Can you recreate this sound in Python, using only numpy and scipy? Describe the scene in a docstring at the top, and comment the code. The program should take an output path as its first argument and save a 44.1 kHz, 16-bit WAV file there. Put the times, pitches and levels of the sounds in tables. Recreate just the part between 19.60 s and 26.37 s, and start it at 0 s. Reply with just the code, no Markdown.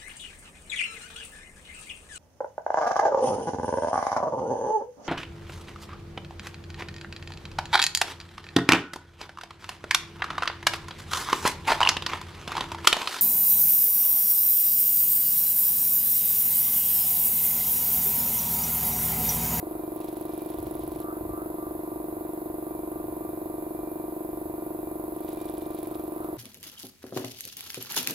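"""A small piston air compressor runs steadily in a yard, right of the microphone, 24 strokes a second.
On each stroke its intake reed flutters as a gliding tone, valves clack and knock the tank's modes,
and bursts of noise spit air; a faint squeak comes round with the belt, over fan rush and motor tones.
A spray gun hisses twice as shaped noise with crackling droplets, and a light breeze rumbles on the microphone."""
import sys
import numpy as np
from scipy import signal
from scipy.fft import rfft, irfft, next_fast_len
from scipy.io import wavfile
from scipy.ndimage import map_coordinates

SR = 44100
rng = np.random.default_rng(int(sys.argv[2]) if len(sys.argv) > 2 else 0)


def unload_audio(sound):
    """Save the sound as a 16-bit wav file, at the path given as the first command line argument."""
    columns = np.transpose(np.atleast_2d(sound))
    # keep every value between -1 and 1, then stretch to whole-number steps
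    steps = np.round(np.clip(columns, -1, 1) * 32767)
    wavfile.write(sys.argv[1], SR, steps.astype(np.int16))


N = 298557


def amp(db):
    """Decibels to gain."""
    return 10 ** (np.asarray(db) / 20)


def stereo_gain(left_db, right_db):
    """A column of gains for the left and right microphone ports."""
    return amp([[left_db], [right_db]])


def panned(right_db):
    """Gains that make the right port right_db louder than the left."""
    return stereo_gain(-right_db / 2, right_db / 2)


def unit(x):
    """x at rms 1."""
    return x / np.sqrt(np.mean(x ** 2) + 1e-20)


def clock():
    """The time of each sample in seconds."""
    return np.arange(N) / SR


def curve(rows):
    """(time_s, value) rows as one value per sample."""
    return np.interp(clock(), *np.transpose(rows))


def held(rows, edge_s):
    """(start_s, end_s, height) rows as one value per sample; each rises and falls over edge_s."""
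    ramp = lambda s: np.clip((clock() - s) / edge_s + .5, 0, 1)
    return sum(height * (ramp(start) - ramp(end)) for start, end, height in rows)


def along(points, hz):
    """(freq_hz, value) points read on a log frequency axis."""
    point_hz, value = np.transpose(points)
    return np.interp(np.log(hz + 1), np.log(point_hz + 1), value)


def bell(t, centre, width):
    """A smooth bump of height 1."""
    return np.exp(-.5 * ((t - centre) / width) ** 2)


def wobble(rate):
    """A smooth random curve, rate knots a second."""
    knots = rng.standard_normal(int(N * rate / SR) + 4)
    return map_coordinates(knots, [clock() * rate])


def tone(hz, drift_hz, rate):
    """A sine of rms 1 whose pitch wanders, rate knots a second."""
    pitch_hz = hz + drift_hz * wobble(rate)
    return unit(np.sin(2 * np.pi * np.cumsum(pitch_hz) / SR))


def filtered(x, response):
    """x passed through a complex response of frequency."""
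    m = next_fast_len(N + SR // 2)
    return irfft(rfft(x, m) * response(np.fft.rfftfreq(m, 1 / SR)), m)[..., :N]


def delayed(x, seconds):
    """x arriving later, or earlier if seconds is negative."""
    return filtered(x, lambda hz: np.exp(-2j * np.pi * hz * seconds))


# how alike noise is at the two ports: freq_hz, likeness (1 the same, 0 unrelated)
PORT_LIKENESS = [(150, 1), (500, 1), (1900, 0.82), (2600, 0.56), (4000, 0.61), (12000, 0.17)]


def rush(spectrum):
    """Stereo noise of rms 1, alike in the bass and largely unrelated in the treble."""
    def mid_side_colour(hz):
        turn = np.arccos(np.clip(along(PORT_LIKENESS, hz), -1, 1)) / 2
        return amp(along(spectrum, hz)) * [np.cos(turn), np.sin(turn)]
    mid, side = filtered(rng.standard_normal((2, N)), mid_side_colour)
    return unit(np.array([mid + side, mid - side]))


# gusts on the microphone: start_s, end_s, level_db
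GUST_TIMES = [(.97, 1.04, -43), (1.04, 1.41, -47), (1.61, 1.74, -43), (3.35, 3.65, -52)]
# colour of the calm rumble: freq_hz, relative_density_db
RUMBLE_SPECTRUM = [(15, -67), (35, -3.5), (50, 0), (90, -1), (140, -5.5), (220, -15.5), (500, -17.5),
                   (3000, -84)]
# colour of the gusts: freq_hz, relative_density_db
BUFFET_SPECTRUM = [(20, -39), (45, 4), (70, 0), (150, -1.5), (230, -18), (800, -75)]


def breeze():
    """Moving air rumbles on the microphone, and a few light gusts buffet it."""
    calm_db, uneven_db, gust_edge_s = -54, 0.76, 0.028
    gusts = held([(start, end, amp(db)) for start, end, db in GUST_TIMES], gust_edge_s)
    calm = amp(calm_db + uneven_db * wobble(13))
    return calm * rush(RUMBLE_SPECTRUM) + gusts * rush(BUFFET_SPECTRUM)


# faint tones of the motor casing: pitch_hz, level_db
CASING_TONES = [(1020, -60.5), (1416, -78), (1970, -83), (3558, -88), (3898, -88)]


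def casing():
    """The motor casing sings with faint tones, made hoarse by fast pitch drift."""
    waver_db, drift_hz = 1.5, 14
    return sum(amp(db + waver_db * wobble(28)) * tone(hz, drift_hz, 120) for hz, db in CASING_TONES)


# the motor's whine as it comes and goes: time_s, level_db
WHINE_LEVEL = [(.2, -78), (.45, -71), (.6, -78), (.78, -69), (1.05, -77), (1.3, -74), (1.45, -85),
               (1.6, -78), (2.05, -85), (2.3, -77), (2.8, -80), (3.25, -74), (3.4, -80), (3.5, -73),
               (3.9, -76.5), (4.27, -69), (4.55, -77), (5.3, -74.5), (5.5, -80), (5.8, -69), (6.1, -69),
               (6.65, -81)]


def motor():
    """The motor whines faintly, slightly unsteady in level and pitch."""
    whine_hz, waver_db, drift_hz = 2379, 2, 13
    return amp(curve(WHINE_LEVEL) + waver_db * wobble(17)) * tone(whine_hz, drift_hz, 60)


# clean tones of the fan shroud: pitch_hz, left_db, right_db
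SHROUD_TONES = [(577, -72, -65), (610, -68, -59), (939, -68, -66), (1012, -66, -62), (1029.5, -71, -62),
                (1290, -69, -80)]


def shroud():
    """The fan shroud hums with a few nearly steady tones."""
    drift_hz = 0.51
    return sum(stereo_gain(left, right) * tone(hz, drift_hz, 4.4) for hz, left, right in SHROUD_TONES)


# colour of the fan's air: freq_hz, relative_density_db
FAN_SPECTRUM = [(60, -39), (150, -42), (210, -3), (320, -8.5), (550, -5), (850, -3), (1150, -0.5),
                (1450, 0), (1750, -2), (2050, -3), (2300, -12), (2700, -10.5), (2950, -19), (3900, -14.5),
                (5800, -21.5), (8000, -20.5), (16000, -100)]


def fan():
    """The cooling fan rushes evenly, as steady broadband noise."""
    return amp(-56) * rush(FAN_SPECTRUM)


# pulls on the spray gun's trigger, half way or fully: pressed_s, let_go_s, pull (0-1)
TRIGGER_PULLS = [(-.1, .36, 0.25), (.36, 1.435, 0.85), (5.54, 5.68, 0.53), (5.68, 6.37, 0.92),
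                 (6.37, 6.9, 0.45)]


def trigger_pull():
    """How far the trigger is pulled, 0 to 1, moving over a short travel time."""
    travel_s = 0.012
    return np.clip(held(TRIGGER_PULLS, travel_s), 0, 1)


# sharp sputters of the spray gun: time_s, relative_level_db
SPUTTER_TIMES = [(.412, -45), (.437, -49), (.482, -45), (.52, -55), (.562, -45), (.748, -51), (.783, -54),
                 (.808, -51), (1.064, -48), (1.084, -54), (1.21, -52), (5.681, -44), (5.709, -51),
                 (5.772, -55), (5.81, -50), (5.845, -49), (5.888, -50), (5.931, -54), (5.971, -51),
                 (6.103, -50), (6.184, -46), (6.226, -48), (6.392, -49)]
# colour of the spray: freq_hz, relative_density_db
SPRAY_SPECTRUM = [(1200, -5), (2400, 2.5), (3000, 1.5), (3700, 5), (5000, -3), (6200, -6), (7500, -2.5),
                  (12000, -4)]


def spray(age, trigger):
    """The pulled gun hisses, surging late in each stroke; droplets crackle and the largest sputter out."""
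    t = clock()
    level_db, clump_db, grain_db = -61.0, 2.2, 3.2
    surge_db, surge_s, surge_width_s = 3, .037, .004
    surge = surge_db * bell(age, surge_s, surge_width_s)
    unevenness = clump_db * wobble(90) + grain_db * wobble(400)
    hiss = amp(level_db + surge + unevenness) * trigger

    # droplets start at random, far more often on a full pull
    full_pull_ticks_per_s, tick_db, tick_spread_db, tick_decay_s = 120, -51, 2, .0006
    starts = rng.random(N) < full_pull_ticks_per_s / SR * trigger ** 3
    drops = starts * amp(tick_db + tick_spread_db * rng.standard_normal(N))
    ticks = signal.lfilter([1], [1, -np.exp(-1 / (tick_decay_s * SR))], drops)

    # each sputter starts at once and dies away
    sputter_db, sputter_decay_s = -7, 0.016
    sputters = sum(amp(db + sputter_db) * (t >= s) * np.exp(-abs(t - s) / sputter_decay_s)
                   for s, db in SPUTTER_TIMES)
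    # the three levels combine as powers and shape one noise
    return np.sqrt(hiss ** 2 + ticks ** 2 + sputters ** 2) * rush(SPRAY_SPECTRUM)


LAP_S = .27  # one lap of the belt

# how hard the belt slips: time_s, relative_level_db
SLIP_LEVEL = [(.1, -56), (.65, -56), (.97, -52), (1.25, -51), (1.5, -42.5), (1.78, -43.5), (2.03, -45),
              (2.3, -49), (2.55, -53), (3.6, -50.5), (3.9, -55), (5.8, -54.5), (6.38, -49.5), (6.65, -48)]
# laps on which the belt rasps: time_s, level_db
RASP_TIMES = [(.17, -60), (1.51, -49.5), (1.82, -51), (2.05, -60), (6.35, -57), (6.63, -52.5)]
# colour of the rasp: freq_hz, relative_density_db
RASP_SPECTRUM = [(1050, -36), (1200, -11), (1290, 7), (1370, -6), (1700, -13), (2500, -70)]


def belt():
    """The belt squeaks once a lap as a wavering tone, with a noisy rasp on some laps."""
    count, first_s, squeak_width_s, rasp_width_s = 26, .14, 0.054, 0.062
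    squeak_hz, drift_hz, level_db, uneven_db = 1174, 1, -3, .8
    times = first_s + LAP_S * np.arange(count)
    levels = np.interp(times, *np.transpose(SLIP_LEVEL)) + uneven_db * rng.standard_normal(count)
    slip = sum(amp(db) * bell(clock(), s, squeak_width_s) for s, db in zip(times, levels))
    squeak = amp(level_db) * slip * tone(squeak_hz, drift_hz, 25.1)
    rasp = sum(amp(db) * bell(clock(), s, rasp_width_s) for s, db in RASP_TIMES)
    return squeak + rasp * rush(RASP_SPECTRUM)


# colour of the loose parts: freq_hz, relative_density_db
RATTLE_SPECTRUM = [(300, -20), (520, -6), (600, 4), (720, -1), (870, -1), (1000, 5), (1090, -3),
                   (1500, -28), (2500, -48)]


def rattle(age):
    """Loose parts shiver all through the turn, renewed once a stroke and fading only slightly."""
    level_db, renewed_s, decay_s = -62.5, 0.0061, 0.76
    since = (age - renewed_s) % age.max()
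    return amp(level_db) * np.exp(-since / decay_s) * rush(RATTLE_SPECTRUM) * panned(right_db=3)


# air spitting through the valves: time_into_stroke_s, width_s, relative_level_db
SPIT_TIMES = [(.0026, .0007, 0), (.005, .0007, -9.5), (.0084, .001, -11.5), (.0115, .0009, -16),
              (.0163, .0005, -17), (.0187, .0005, -7), (.031, .0012, -12.5)]
# colour of the spits: freq_hz, relative_density_db
SPIT_SPECTRUM = [(3000, -19.5), (7000, -28), (9000, -9), (10000, -14.5), (10700, 6), (11500, -6),
                 (12100, 3), (13000, -10), (13700, -4), (15700, -4)]
# colour of the fizz: freq_hz, relative_density_db
FIZZ_SPECTRUM = [(3820, -99), (6500, -22), (7010, -17.5), (8530, -14), (9190, -5.5), (10200, -4),
                 (11400, 3.5), (13400, 0), (15100, 3.5), (15800, -21), (16000, -16)]


def valves(age, trigger):
    """Air spits through the valves over a fizz; in the two hisses spits stand out more, the fizz is quieter."""
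    spit_db, hiss_spit_db, uneven_db = -44.0, 6, 1
    gate = sum(amp(db) * bell(age, s, width) for s, width, db in SPIT_TIMES)
    spit_level = amp(spit_db + hiss_spit_db * trigger + uneven_db * wobble(24))
    spits = spit_level * gate * rush(SPIT_SPECTRUM) * panned(right_db=10.5)

    # during the hisses the fizz is quieter and uneven, with one dip in each stroke
    fizz_db, quieter_db, flicker_db = -49.0, -5.0, 1.5
    dip_db, dip_s, dip_width_s = -5, .025, .003
    hiss_fizz_db = quieter_db + dip_db * bell(age, dip_s, dip_width_s) + flicker_db * wobble(200)
    fizz_level = amp(fizz_db + hiss_fizz_db * trigger ** 2)
    fizz = fizz_level * rush(FIZZ_SPECTRUM) * panned(right_db=2.0)
    return spits + fizz


# valve knocks (reed opens, reed shuts, outlet opens): time_into_stroke_s, relative_level_db
KNOCK_TIMES = [(.00093, 0), (.02046, -7.1), (.03, -5.6)]
# tank and casing modes: pitch_hz, width_hz, relative_left_db, relative_right_db
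TANK_MODES = [(186.8, 160, -57.3, -58.2), (177.9, 116.5, -57.7, -57.7), (389.7, 38.3, -43.2, -44.7),
              (387.3, 46.7, -42.2, -43.1), (490.2, 12, -61.1, -60.3), (314.6, 12, -90, -60.8),
              (595.8, 14.9, -56.5, -51.4), (621.1, 12, -63.1, -51.9), (724.1, 20.9, -47.9, -46.4),
              (722.4, 11.9, -46.4, -45.9), (856.5, 39, -71.5, -90), (909.4, 12, -72.5, -68.4),
              (1027.4, 24.1, -61, -46.7), (1026.7, 19.7, -62.6, -46.6), (1172.3, 85, -64.2, -60.4),
              (1184.4, 89, -65.1, -60.8), (1411, 12, -71.1, -81.4)]


def tank(age):
    """The knocks of the valves ring the resonant modes of the tank and casing."""
    contact_s = .00003
    blows = sum(amp(db) * bell(age, s, contact_s) for s, db in KNOCK_TIMES)
    # scaled so that the first knock alone averages 1
    blows = blows / np.mean(bell(age, KNOCK_TIMES[0][0], contact_s))

    def modes(f):
        total = 0
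        for k, (centre, width, left, right) in enumerate(TANK_MODES):
            damping = 1j * f * width
            resonance = damping / (centre * centre - f * f + damping)
            total = total + (-1) ** k * stereo_gain(left, right) * resonance  # signs alternate
        return total
    return filtered(blows, modes)


# dull clacks of the reed, valves and connecting rod:
# time_into_stroke_s, pitch_hz, ring_s, relative_left_db, relative_right_db
CLACK_TIMES = [(.00079, 414, .00078, -60, -38.4), (.01769, 571, .00114, -50.1, -37.8),
               (.01806, 940, .00085, -40.6, -42.1), (.02755, 909, .00184, -42.7, -46.2),
               (.03194, 917, .004, -70, -53.5), (.03903, 872, .00183, -45, -40.6),
               (.04119, 416, .00097, -36.7, -32.4)]


def clacks(age):
    """Each clack swells and dies within a few cycles; they come in the same order on every stroke."""
    def clack(start_s, hz, ring_s, left, right):
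        since = (age - start_s) % age.max()
        swell = since / ring_s * np.exp(1 - since / ring_s)
        return -stereo_gain(left, right) * np.sin(2 * np.pi * hz * since) * swell
    return sum(clack(*row) for row in CLACK_TIMES)


# tones of the intake reed: multiple_of_pitch, relative_left_db, relative_right_db
REED_TONES = [(1, -27.2, -30.2), (2, -50.2, -36.4)]


def reed(age):
    """The intake reed flutters while the piston draws air, sagging in pitch; a wall sends it back."""
    opens_s, length_s, rise_s, fall_s = .00071, .01736, .00015, .00341
    start_hz, end_hz, sag_s, skew_rad = 381.3, 324.1, .00442, -1.7
    echo_s, echo_db = .02546, -14.8
    since = np.maximum(age - opens_s, 0)
    lift = np.clip(since / rise_s, 0, 1) * np.clip((length_s - since) / fall_s, 0, 1)
    # the pitch glides exponentially from start_hz towards end_hz
    cycles = end_hz * since + (start_hz - end_hz) * sag_s * (1 - np.exp(-since / sag_s))
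    phase = 2 * np.pi * cycles
    # the reed swings lopsidedly against its seat, which adds the octave
    swing = sum(stereo_gain(left, right) * np.sin(k * phase + (k - 1) * skew_rad)
                for k, left, right in REED_TONES)
    flutter = -lift * swing
    return flutter + amp(echo_db) * delayed(flutter, echo_s)


def pump(age):
    """The intake filter muffles the chug; clacks and knocks differ a little from stroke to stroke."""
    level_db, uneven_db, clack_db, knock_db = 0.32, 0.17, 1, .6
    muffle_hz, lowest_hz = 1600, 10
    uneven_clacks = clacks(age) * amp(clack_db * wobble(24))
    uneven_knocks = tank(age) * amp(knock_db * wobble(12))
    parts = reed(age) + uneven_clacks + uneven_knocks
    chug = parts * amp(level_db + uneven_db * wobble(12))
    return filtered(chug, lambda hz: (hz > lowest_hz) / (1 + (hz / muffle_hz) ** 12))


# crank speed: time_s, turns_per_s
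CRANK_SPEED = [(0, 24.027), (2, 24.015), (3.5, 24.03), (6.8, 24.033)]


def crank():
    """Seconds since the present stroke began; the belt's stiff joint rocks the timing once a lap."""
    first_stroke_s, sway_s, drift_s = .0271, .00003, .00004
    speed = curve(CRANK_SPEED)
    # the timing also drifts slowly at random
    sway = sway_s * np.sin(2 * np.pi * clock() / LAP_S) + drift_s * wobble(1.55)
    turns = np.cumsum(speed) / SR - (first_stroke_s + sway) * speed[0]
    return turns % 1 / speed


def scene():
    """The compressor stands to the right, so the right port hears it first; gun and gusts come and go."""
    lead_s, spread_hz = .00025, 1000
    age, trigger = crank(), trigger_pull()
    left, right = fan() + shroud() + belt() + rattle(age) + valves(age, trigger)
    chug_left, chug_right = pump(age)

    # the pump's upper tones spread from the whole tank and reach both ports together
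    def bass_lead(hz):
        return np.exp(2j * np.pi * hz * lead_s / (1 + (hz / spread_hz) ** 6))
    chug_right = filtered(chug_right, bass_lead)
    machine = np.array([left + chug_left, delayed(right, -lead_s) + chug_right])
    return breeze() + casing() + motor() + spray(age, trigger) + machine


def record(dry):
    """The recorder keeps nothing above its band limit."""
    top_hz = 15780
    return filtered(dry, lambda hz: hz < top_hz)


dry = scene()
out = record(dry)
unload_audio(out)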